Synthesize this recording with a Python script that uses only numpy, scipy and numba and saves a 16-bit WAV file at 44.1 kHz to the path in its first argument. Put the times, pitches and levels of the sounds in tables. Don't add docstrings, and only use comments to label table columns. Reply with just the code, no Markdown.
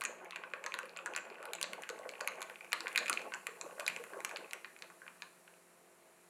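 import sys
import numpy as np
from scipy import signal
from scipy.fft import rfft, irfft
from scipy.io import wavfile
from scipy.ndimage import uniform_filter1d
from numba import njit

SR = 44100
rng = np.random.default_rng(int(sys.argv[2]) if len(sys.argv) > 2 else 0)


def store_pcm(level_fs):
    pcm = np.round(np.clip(level_fs, -1, 1) * 32767).astype(np.int16)
    wavfile.write(sys.argv[1], SR, np.atleast_2d(pcm).T)


N = 277389
T = np.arange(N) / SR

# [f/Hz, relative level/dB, t60/s]
WALL_MODES = [(1910, 3.5, 0.006), (2091, 3.5, 0.009), (2235, 7, 0.005), (2431, 3.5, 0.013), (2530, 2, 0.01),
              (2700, 2.5, 0.008), (3010, -4, 0.005)]
# [f/Hz, relative level/dB, t60/s]
ICE_MODES = [(900, -11, 0.005), (1147, -1, 0.009), (1340, -2, 0.007), (1510, 2, 0.01), (1716, 1, 0.007),
             (1850, 2, 0.006)]
# [t/s, churning drive/dB, fizz level/dB]
DRINK_LEVELS = [(0, -56.5, -66), (.21, -57.5, -74), (.5, -64.5, -70.5), (1.21, -57.5, -72.5),
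                (1.5, -55, -71), (1.7, -59, -70.5), (1.94, -59, -68), (2.33, -54, -70), (2.7, -62.5, -68),
                (3.05, -51, -62.5), (3.28, -61, -65), (3.84, -61.5, -65), (4.36, -55.5, -65),
                (4.66, -69.5, -65.5), (5.3, -76, -68.5), (6.29, -73, -69)]


def undb(db):
    return 10 ** (np.asarray(db, float) / 20)


def unit(x):
    return x / np.sqrt(np.mean(x ** 2))


def band(x, hz, width_hz):
    return signal.lfilter(*signal.iirpeak(hz, hz / width_hz, SR), x)


def highpass(x, order, hz):
    return signal.sosfilt(signal.butter(order, hz, "high", fs=SR, output="sos"), x)


def walk(rate_hz):
    hold = int(SR / rate_hz)
    steps = np.repeat(rng.standard_normal(N // hold + 1), hold)
    slewed = uniform_filter1d(uniform_filter1d(steps, hold), hold)
    return unit(slewed[:N])


def ring(s, db, modes, scatter_db, detune, rise_s, spot_hz=None):
    out = np.zeros(N + SR)
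    at = (s * SR).astype(int)
    chance = rng.standard_normal((len(s), len(modes), 3, 1))
    for k, (hz, mode_db, t60_s) in enumerate(modes):
        n = np.arange(int(t60_s * SR))
        far_db = 0 if spot_hz is None else 24 * np.abs(np.log2(hz / spot_hz))
        gain = undb((db - far_db)[:, None] + mode_db + scatter_db * chance[:, k, 0])
        mode_hz = hz * (1 + detune * chance[:, k, 1])
        phase = 2 * np.pi * mode_hz * n / SR + 1.1 * chance[:, k, 2]
        shape = undb(-60 * n / len(n)) * (1 - np.exp(-n / (rise_s * SR))) ** 2
        np.add.at(out, at[:, None] + n, gain * shape * np.sin(phase))
    return out[:N]


@njit
def bubbles(n, at, step, cycles, glide, size):
    out = np.zeros(n)
    for k in range(len(at)):
        tau = cycles * 2 * np.pi / step[k]
        phase = 0.
        for i in range(int(8 * tau)):
            j = at[k] - int(tau) + i
            phase += step[k] * (1 + glide * (i / tau - 1))
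            if 0 <= j < n:
                out[j] += size[k] * i / tau * np.exp(1 - i / tau) * np.sin(phase)
    return out


def bubbles_at(s, hz, cycles, glide, gain):
    return bubbles(N, (s * SR).astype(np.int64), 2 * np.pi * hz / SR, cycles, glide, gain)


def swarm(lo_hz, hi_hz, cycles, glide, spread_db, count):
    when, pitch, size = rng.random((count, 3)).T
    hz = lo_hz * (hi_hz / lo_hz) ** pitch
    return unit(bubbles_at(when * N / SR, hz, cycles, glide, undb(spread_db * size)))


def vessel(x):
    # [f/Hz, width/Hz, level/dB]
    resonances = [(524, 40, 0), (653, 40, 1), (854, 45, 2), (1101, 40, 6), (1501, 60, 2)]
    x = highpass(x, 3, 300)
    return x + sum(undb(db) * band(x, hz, width_hz) for hz, width_hz, db in resonances)


def drink():
    # [f/Hz, width of each of two passes/Hz, relative level/dB]
    fizz_bands = [(4160, 1400, 11), (5700, 680, 10), (7300, 1400, 15), (9740, 3100, 15.5),
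                  (10400, 3000, 7.5), (10100, 9000, 12.5)]
    s, *columns = np.transpose(DRINK_LEVELS)
    churn_db, fizz_db = (np.interp(T, s, c) for c in columns)

    pop_gain = undb(2.5 * np.minimum(rng.exponential(size=N), 7))
    fizz = 0
    for hz, width_hz, db in fizz_bands:
        hiss = pop_gain * rng.standard_normal(N)
        fizz = fizz + undb(db) * band(band(hiss, hz, width_hz), hz, width_hz)
    fizz_gain = undb(fizz_db + 1.2 * walk(3.77))

    surge = walk(23.08)
    swirl = undb(1.8 * surge) * swarm(650, 3000, cycles=1.5, glide=.03, spread_db=20, count=4000)
    slosh = undb(3 + 5 * surge) * swarm(330, 1500, cycles=1.1, glide=.03, spread_db=16, count=3000)
    churning = vessel(undb(churn_db - 7) * (swirl + slosh))
    return fizz_gain * unit(fizz) + churning


def background():
    # [f/Hz, density/dB per Hz]
    air_spectrum = [(30, -112), (110, -117), (150, -104), (200, -99), (300, -102), (420, -102.5),
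                    (900, -100), (1700, -103), (2500, -105), (3300, -114), (5300, -119), (16000, -130)]
    # [f/Hz, mean rms level/dB]
    hum_partials = [(175, -79), (350, -76), (395, -81), (445, -81), (525, -79.5), (642, -79), (691, -80)]
    hz, density_db = np.transpose(air_spectrum)
    f = np.maximum(np.fft.rfftfreq(N, 1 / SR), 1)
    shape = undb(np.interp(np.log(f), np.log(hz), density_db))
    air = irfft(rfft(rng.standard_normal(N)) * shape, N) * np.sqrt(SR / 2)

    warped_s = np.cumsum(1 + 0.00295 * walk(2.8)) / SR
    hum = 0
    for partial_hz, db in hum_partials:
        gain = np.sqrt(2) * undb(db + 2 * walk(15))
        hum = hum + gain * np.sin(2 * np.pi * partial_hz * warped_s)
    return air + hum


def rattle(count=400):
    settled_s, top_db, spread_db = 5.1, 4, 12
    c = rng.random((count, 3)).T
    s = c[0] * settled_s
    at_s, churn_db = np.transpose(DRINK_LEVELS)[:2]
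    wall_db, ice_db = np.interp(s, at_s, churn_db) + top_db - spread_db * c[1:]
    wall = ring(s, wall_db, WALL_MODES, scatter_db=6, detune=0.047, rise_s=0.00052)
    ice = ring(s, ice_db, ICE_MODES, scatter_db=3, detune=0.06, rise_s=0.0004)
    return wall + ice


def knocks():
    # [t/s, wall drive/dB, wall pitch favoured by the struck spot/Hz,
    #          ice drive/dB, spoon stem drive/dB, spoon bowl drive/dB, contact tick drive/dB]
    blows = [(0.0098, -37.5, 2200, -40, -44, -45, -30), (0.018, -32.5, 2100, -28, -36.5, -42, -48),
             (0.038, -32.5, 2230, -34.5, -51, -36, -29), (0.0514, -28.5, 2110, -60, -37, -27.5, -44),
             (0.059, -41, 2430, -41, -53, -34.5, -63), (0.186, -56, 2500, -69, -65, -66, -70),
             (0.225, -67, 2300, -50, -69, -68, -63), (0.2464, -63, 2600, -49, -65, -56, -47),
             (0.3084, -48, 2250, -44, -43, -49, -44), (0.323, -44, 2300, -53, -70, -70, -72),
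             (0.331, -46, 2500, -43, -73, -67, -71), (0.346, -46, 2500, -63, -75, -72, -73),
             (0.3597, -31.5, 2270, -30, -42, -42.5, -44), (0.369, -41, 1950, -67, -62, -76, -76),
             (0.437, -38, 1980, -36, -50.5, -68, -72), (0.501, -58, 2490, -67, -60, -62, -62),
             (0.5363, -34.5, 2130, -34, -44, -49, -57), (0.6404, -37, 2450, -38, -46, -46, -47),
             (0.6629, -41.5, 2040, -27.5, -43, -36, -43), (0.667, -35.5, 2370, -52, -42, -56, -74),
             (0.721, -38, 2620, -44, -67, -55, -71), (0.7408, -30, 1990, -33, -35, -39, -32),
             (0.7886, -36, 2290, -31, -46, -42, -34), (0.831, -46.5, 2440, -36, -53, -56, -49),
             (0.856, -44, 2030, -49, -53, -66, -45), (0.894, -51, 2290, -49, -49, -64, -57),
             (0.964, -45, 2290, -37.5, -39.5, -61, -66), (0.9718, -40, 2620, -51, -56, -42.5, -42.5),
             (0.989, -41, 2650, -38.5, -51, -69, -86), (1.06, -38, 2180, -31, -45, -36, -35.5),
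             (1.064, -50, 2330, -33, -49, -66, -71), (1.075, -58, 2460, -34.5, -65, -54, -65),
             (1.1366, -39, 2260, -41, -47, -47, -49), (1.15, -45, 2430, -40, -41, -67, -49),
             (1.163, -36, 2270, -29.5, -36.5, -32.5, -33.5), (1.176, -35.5, 2520, -43, -45, -51, -42),
             (1.186, -40, 2450, -43, -62, -59, -48), (1.2523, -68, 2410, -39, -56, -65, -56),
             (1.301, -48.5, 2400, -57, -48, -69, -74), (1.344, -62, 2360, -52, -57, -70, -72),
             (1.3841, -70, 2400, -44, -64, -74, -74), (1.4278, -46, 2540, -39, -54, -53, -47),
             (1.438, -47.5, 2430, -53, -69, -75, -81), (1.4546, -42.5, 2430, -34, -44, -69, -37),
             (1.534, -31.5, 2370, -40, -33, -37, -32), (1.5512, -38, 2740, -51, -46, -39.5, -41),
             (1.585, -45, 2570, -47, -68, -68, -64), (1.6133, -25, 3100, -37.5, -32.5, -35, -26.5),
             (1.6284, -38, 2430, -44, -27.5, -28, -25), (1.6419, -30.5, 1990, -39, -36, -58, -76),
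             (1.7329, -33, 2480, -40, -37.5, -44.5, -37.5), (1.8215, -55, 2280, -44, -55, -43, -37),
             (1.8353, -37, 2300, -36, -49, -53, -44), (1.8911, -38.5, 2560, -34, -39, -39, -38.5),
             (1.8997, -42.5, 2600, -42, -40.5, -39.5, -49), (1.9902, -65, 2300, -44, -52, -51, -70),
             (2.054, -70, 2010, -40, -80, -85, -73), (2.0916, -34.5, 1860, -52, -37.5, -35.5, -43),
             (2.1134, -55, 2900, -64, -54, -59, -48), (2.137, -40.5, 2340, -70, -66, -62, -68),
             (2.154, -46, 2200, -60, -70, -70, -72), (2.194, -55, 2130, -68, -72, -57, -51),
             (2.2057, -37.5, 2170, -56, -51, -55, -44), (2.209, -36.5, 2270, -30.5, -36.5, -37.5, -37.5),
             (2.246, -50, 2360, -48, -71, -60, -67), (2.2753, -29, 2230, -32.5, -31.5, -34.5, -26),
             (2.32, -45, 2510, -63, -76, -65, -52), (2.356, -48, 2800, -60, -64, -56, -64),
             (2.385, -45, 2070, -45.5, -74, -77, -66), (2.407, -44, 2110, -42, -57, -45.5, -47),
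             (2.418, -36, 2530, -33, -35, -44, -34), (2.427, -37, 2170, -47, -37.5, -37.5, -36),
             (2.498, -43, 2400, -35.5, -47, -71, -44), (2.5576, -39.5, 2660, -59, -51, -59, -66),
             (2.6081, -41, 2530, -46, -58, -72, -73), (2.646, -45, 2300, -46, -54, -59, -50),
             (2.72, -32.5, 2230, -40, -34, -35.5, -51), (2.73, -24, 2240, -27.5, -26, -34, -22.5),
             (2.806, -38, 2380, -34, -35, -39.5, -39), (2.8587, -52, 2430, -34, -63, -68, -71),
             (2.8698, -31, 2000, -30, -48, -63, -74), (2.881, -40, 2380, -66, -36.5, -44, -40),
             (2.9287, -47, 2140, -58, -63, -49, -43), (2.9504, -39, 2150, -49, -52, -70, -70),
             (2.9594, -25, 2300, -51, -33.5, -38, -25), (2.9765, -23.5, 2130, -30, -24.5, -25.5, -23.5),
             (2.9804, -28, 2190, -62, -30, -48, -44), (2.9887, -54, 2160, -39, -47, -33.5, -51),
             (3.004, -47, 2300, -45, -54, -56, -58), (3.031, -42, 2200, -56, -45, -56, -60),
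             (3.0594, -37, 2410, -55, -49, -38, -70), (3.066, -36, 2570, -40, -50, -49, -44),
             (3.0812, -33, 2500, -57, -40, -43.5, -35), (3.085, -36, 2340, -50, -35, -47, -53),
             (3.0972, -28, 2350, -26.5, -34, -27.5, -20), (3.129, -32, 2700, -60, -29, -34, -37),
             (3.1383, -35.5, 2520, -48, -54, -41, -36), (3.1738, -29.5, 2500, -61, -40, -59, -66),
             (3.194, -40.5, 2320, -36, -45, -58, -62), (3.2171, -45, 2470, -69, -44, -49, -48),
             (3.3209, -39.5, 2350, -36, -49, -72, -65), (3.3383, -33, 2140, -34, -43, -35, -44),
             (3.3457, -47, 2220, -35, -57, -41, -65), (3.4687, -29.5, 2150, -40, -39.5, -34, -32),
             (3.6124, -35, 2090, -35.5, -37, -34.5, -55), (3.71, -51, 2380, -47, -58, -75, -67),
             (3.782, -61, 2390, -41, -68, -70, -64), (3.7974, -36, 2200, -32, -39, -39, -34.5),
             (3.804, -37.5, 2270, -44, -50, -43, -48), (3.807, -42, 2460, -33, -67, -63, -44),
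             (3.8646, -38, 2300, -36, -27, -32, -37), (3.879, -21, 2370, -34, -27, -30.5, -26),
             (3.8868, -30.5, 2450, -59, -56, -52, -49), (3.9, -37, 2460, -68, -47, -57, -41),
             (3.918, -46, 2500, -64, -56, -65, -60), (3.929, -48, 2550, -63, -60, -63, -60),
             (3.9631, -36, 2160, -37, -48, -40.5, -42), (4.039, -43.5, 2240, -43, -60, -49, -44),
             (4.1347, -52, 2340, -36.5, -51, -67, -55), (4.2042, -43.5, 2100, -41, -53, -47, -45),
             (4.2484, -29, 2700, -37, -30, -29.5, -24), (4.293, -44, 2520, -49, -42, -50, -42),
             (4.312, -42, 2400, -37, -60, -48, -49), (4.3608, -40, 2460, -41, -36, -56, -62),
             (4.37, -35, 2660, -57, -46, -44.5, -46), (4.51, -45, 2680, -66, -43, -49, -53),
             (4.5331, -32, 2230, -34, -70, -34, -33), (4.646, -31.5, 1900, -52, -45.5, -67, -65),
             (4.764, -47.5, 2070, -52, -59, -63, -69), (4.789, -49, 2360, -59, -49, -54, -64),
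             (4.8225, -35.5, 2220, -58, -37.5, -47, -46), (4.842, -49, 2500, -66, -72, -72, -68),
             (4.9013, -54, 1900, -43.5, -76, -59, -72), (5.018, -61, 2300, -43, -71, -74, -67),
             (5.0652, -52, 2270, -44, -63, -71, -79), (5.0791, -43, 2340, -42, -56, -71, -74),
             (5.157, -70, 2030, -52, -76, -76, -76), (5.203, -60, 2400, -58, -74, -76, -76),
             (5.2213, -37, 2160, -37, -40, -44, -49), (5.478, -47, 1890, -49, -69, -81, -68),
             (5.539, -60.5, 2500, -77, -75, -78, -78)]
    # [f/Hz, relative level/dB, t60/s]
    stem_modes = [(3700, 2, 0.0045), (4200, 3.5, 0.0055), (4550, 0, 0.0045)]
    bowl_modes = [(6350, 1, 0.0045), (6950, 5, 0.005), (7600, 4, 0.0045)]
    tick_modes = [(8100, 7, 0.00058), (10060, 12, 0.0015), (12100, -3, 0.0032), (14400, -6, 0.0038)]
    table_modes = [(168.2, -28.5, 0.058), (243, -31.5, 0.053), (349.3, -39, 0.37)]

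    soonest_s, latest_s, rebound_db, rebound_spread_db = 0.0028, 0.01, -16, 5
    first = np.array(blows, float)
    c = rng.random((len(first), 6))
    again = first.copy()
    again[:, 0] += soonest_s + (latest_s - soonest_s) * c[:, 0]
    again[:, [1, 3, 4, 5, 6]] += rebound_db + rebound_spread_db * (2 * c[:, 1:] - 1)
    s, wall_db, spot_hz, ice_db, stem_db, bowl_db, tick_db = np.concatenate([first, again]).T

    hits = ring(s, wall_db, WALL_MODES, scatter_db=1, detune=0.034, rise_s=0.00021, spot_hz=spot_hz)
    hits = hits + ring(s, ice_db, ICE_MODES, scatter_db=2, detune=0.05, rise_s=0.00038)
    for db, modes in (stem_db, stem_modes), (bowl_db, bowl_modes), (tick_db, tick_modes):
        hits = hits + ring(s, db, modes, scatter_db=2, detune=0.04, rise_s=0.00014)
    clinks = highpass(hits + rattle(), 3, 600)

    delay_s = 0.00466
    thuds = ring(s + delay_s, wall_db, table_modes, scatter_db=2.5, detune=0.0637, rise_s=0.0079)
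    return clinks + thuds


def gulps(count=7):
    # [t of the crest/s, level/dB, f/Hz]
    pockets = [(0.097, -42.5, 534), (0.127, -63, 560), (.201, -53, 610), (.479, -53.5, 600),
               (0.539, -41, 530), (0.653, -45, 565), (0.752, -49.5, 525), (0.837, -48, 510),
               (.968, -48, 617), (1.002, -49, 550), (1.188, -48.5, 566), (1.263, -47.5, 515),
               (1.407, -43.5, 558), (1.481, -49.5, 444), (1.641, -45, 570), (1.727, -46.5, 570),
               (1.905, -41.5, 440), (1.997, -41, 595), (2.061, -39.5, 523), (2.218, -39, 543),
               (2.291, -54, 686), (2.406, -53, 520), (2.849, -43.5, 475), (3.014, -37.5, 550),
               (3.108, -42.5, 353), (3.204, -46, 503), (3.489, -48.5, 435), (3.666, -43, 555),
               (3.728, -45, 530), (3.796, -38, 597), (3.822, -44, 636), (4.0, -44, 450), (4.134, -45, 372),
               (4.351, -52, 556), (4.426, -49.5, 530), (4.544, -52.5, 540)]
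    small_db, small_spread_db = -6.5, 8
    s, db, hz = np.transpose(pockets)
    c = rng.random((len(s), count, 3))
    spray_s = s[:, None] + 0.07 * (c[..., 0] - .4)
    spray_hz = hz[:, None] * .85 * 3 ** c[..., 1]
    spray_db = db[:, None] + small_db - small_spread_db * c[..., 2]
    large = bubbles_at(s, hz, 1.3, .03, undb(db))
    spray = bubbles_at(spray_s.ravel(), spray_hz.ravel(), .8, .05, undb(spray_db.ravel()))
    return large + vessel(spray)


def echo():
    # [f/Hz, t60/s, relative level/dB]
    decays = [(219.6, 0.85, -24.5), (460, 0.51, -21), (1057, 0.21, -19), (1580, 0.37, -22.5),
              (2640, 0.39, -23.5), (3870, 0.34, -19.5), (6800, 0.39, -16), (9600, 0.023, -12)]
    t = np.arange(SR // 2) / SR
    tail = 0
    for hz, t60_s, db in decays:
        part = band(band(rng.standard_normal(len(t)), hz, 0.5 * hz), hz, 0.5 * hz)
        part = part * undb(-60 * t / t60_s) * (1 - np.exp(-t / 0.00054))
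        early_rms = np.sqrt(np.mean(part[:SR // 10] ** 2))
        tail = tail + undb(db) * part / (early_rms * np.sqrt(hz))
    return tail


def room(x, count=5):
    spot = T * 12 % count
    out = 0
    for k in range(count):
        away = np.abs((spot - k + count / 2) % count - count / 2)
        share = np.cos(np.pi / 2 * np.minimum(away, 1))
        out = out + signal.oaconvolve(x * share, echo())[:N]
    return out


def scene():
    hits = highpass(knocks(), 6, 135)
    air_pockets = gulps()
    echoes = room(hits + undb(-8) * air_pockets)
    return (hits + air_pockets + echoes + drink() + background())[None]


def record(dry):
    top_hz = 16400
    thin = signal.sosfilt(signal.butter(2, [35, 14000], "band", fs=SR, output="sos"), dry)
    return signal.sosfilt(signal.ellip(10, .2, 70, top_hz, fs=SR, output="sos"), thin)


dry = scene()
out = record(dry)
store_pcm(out)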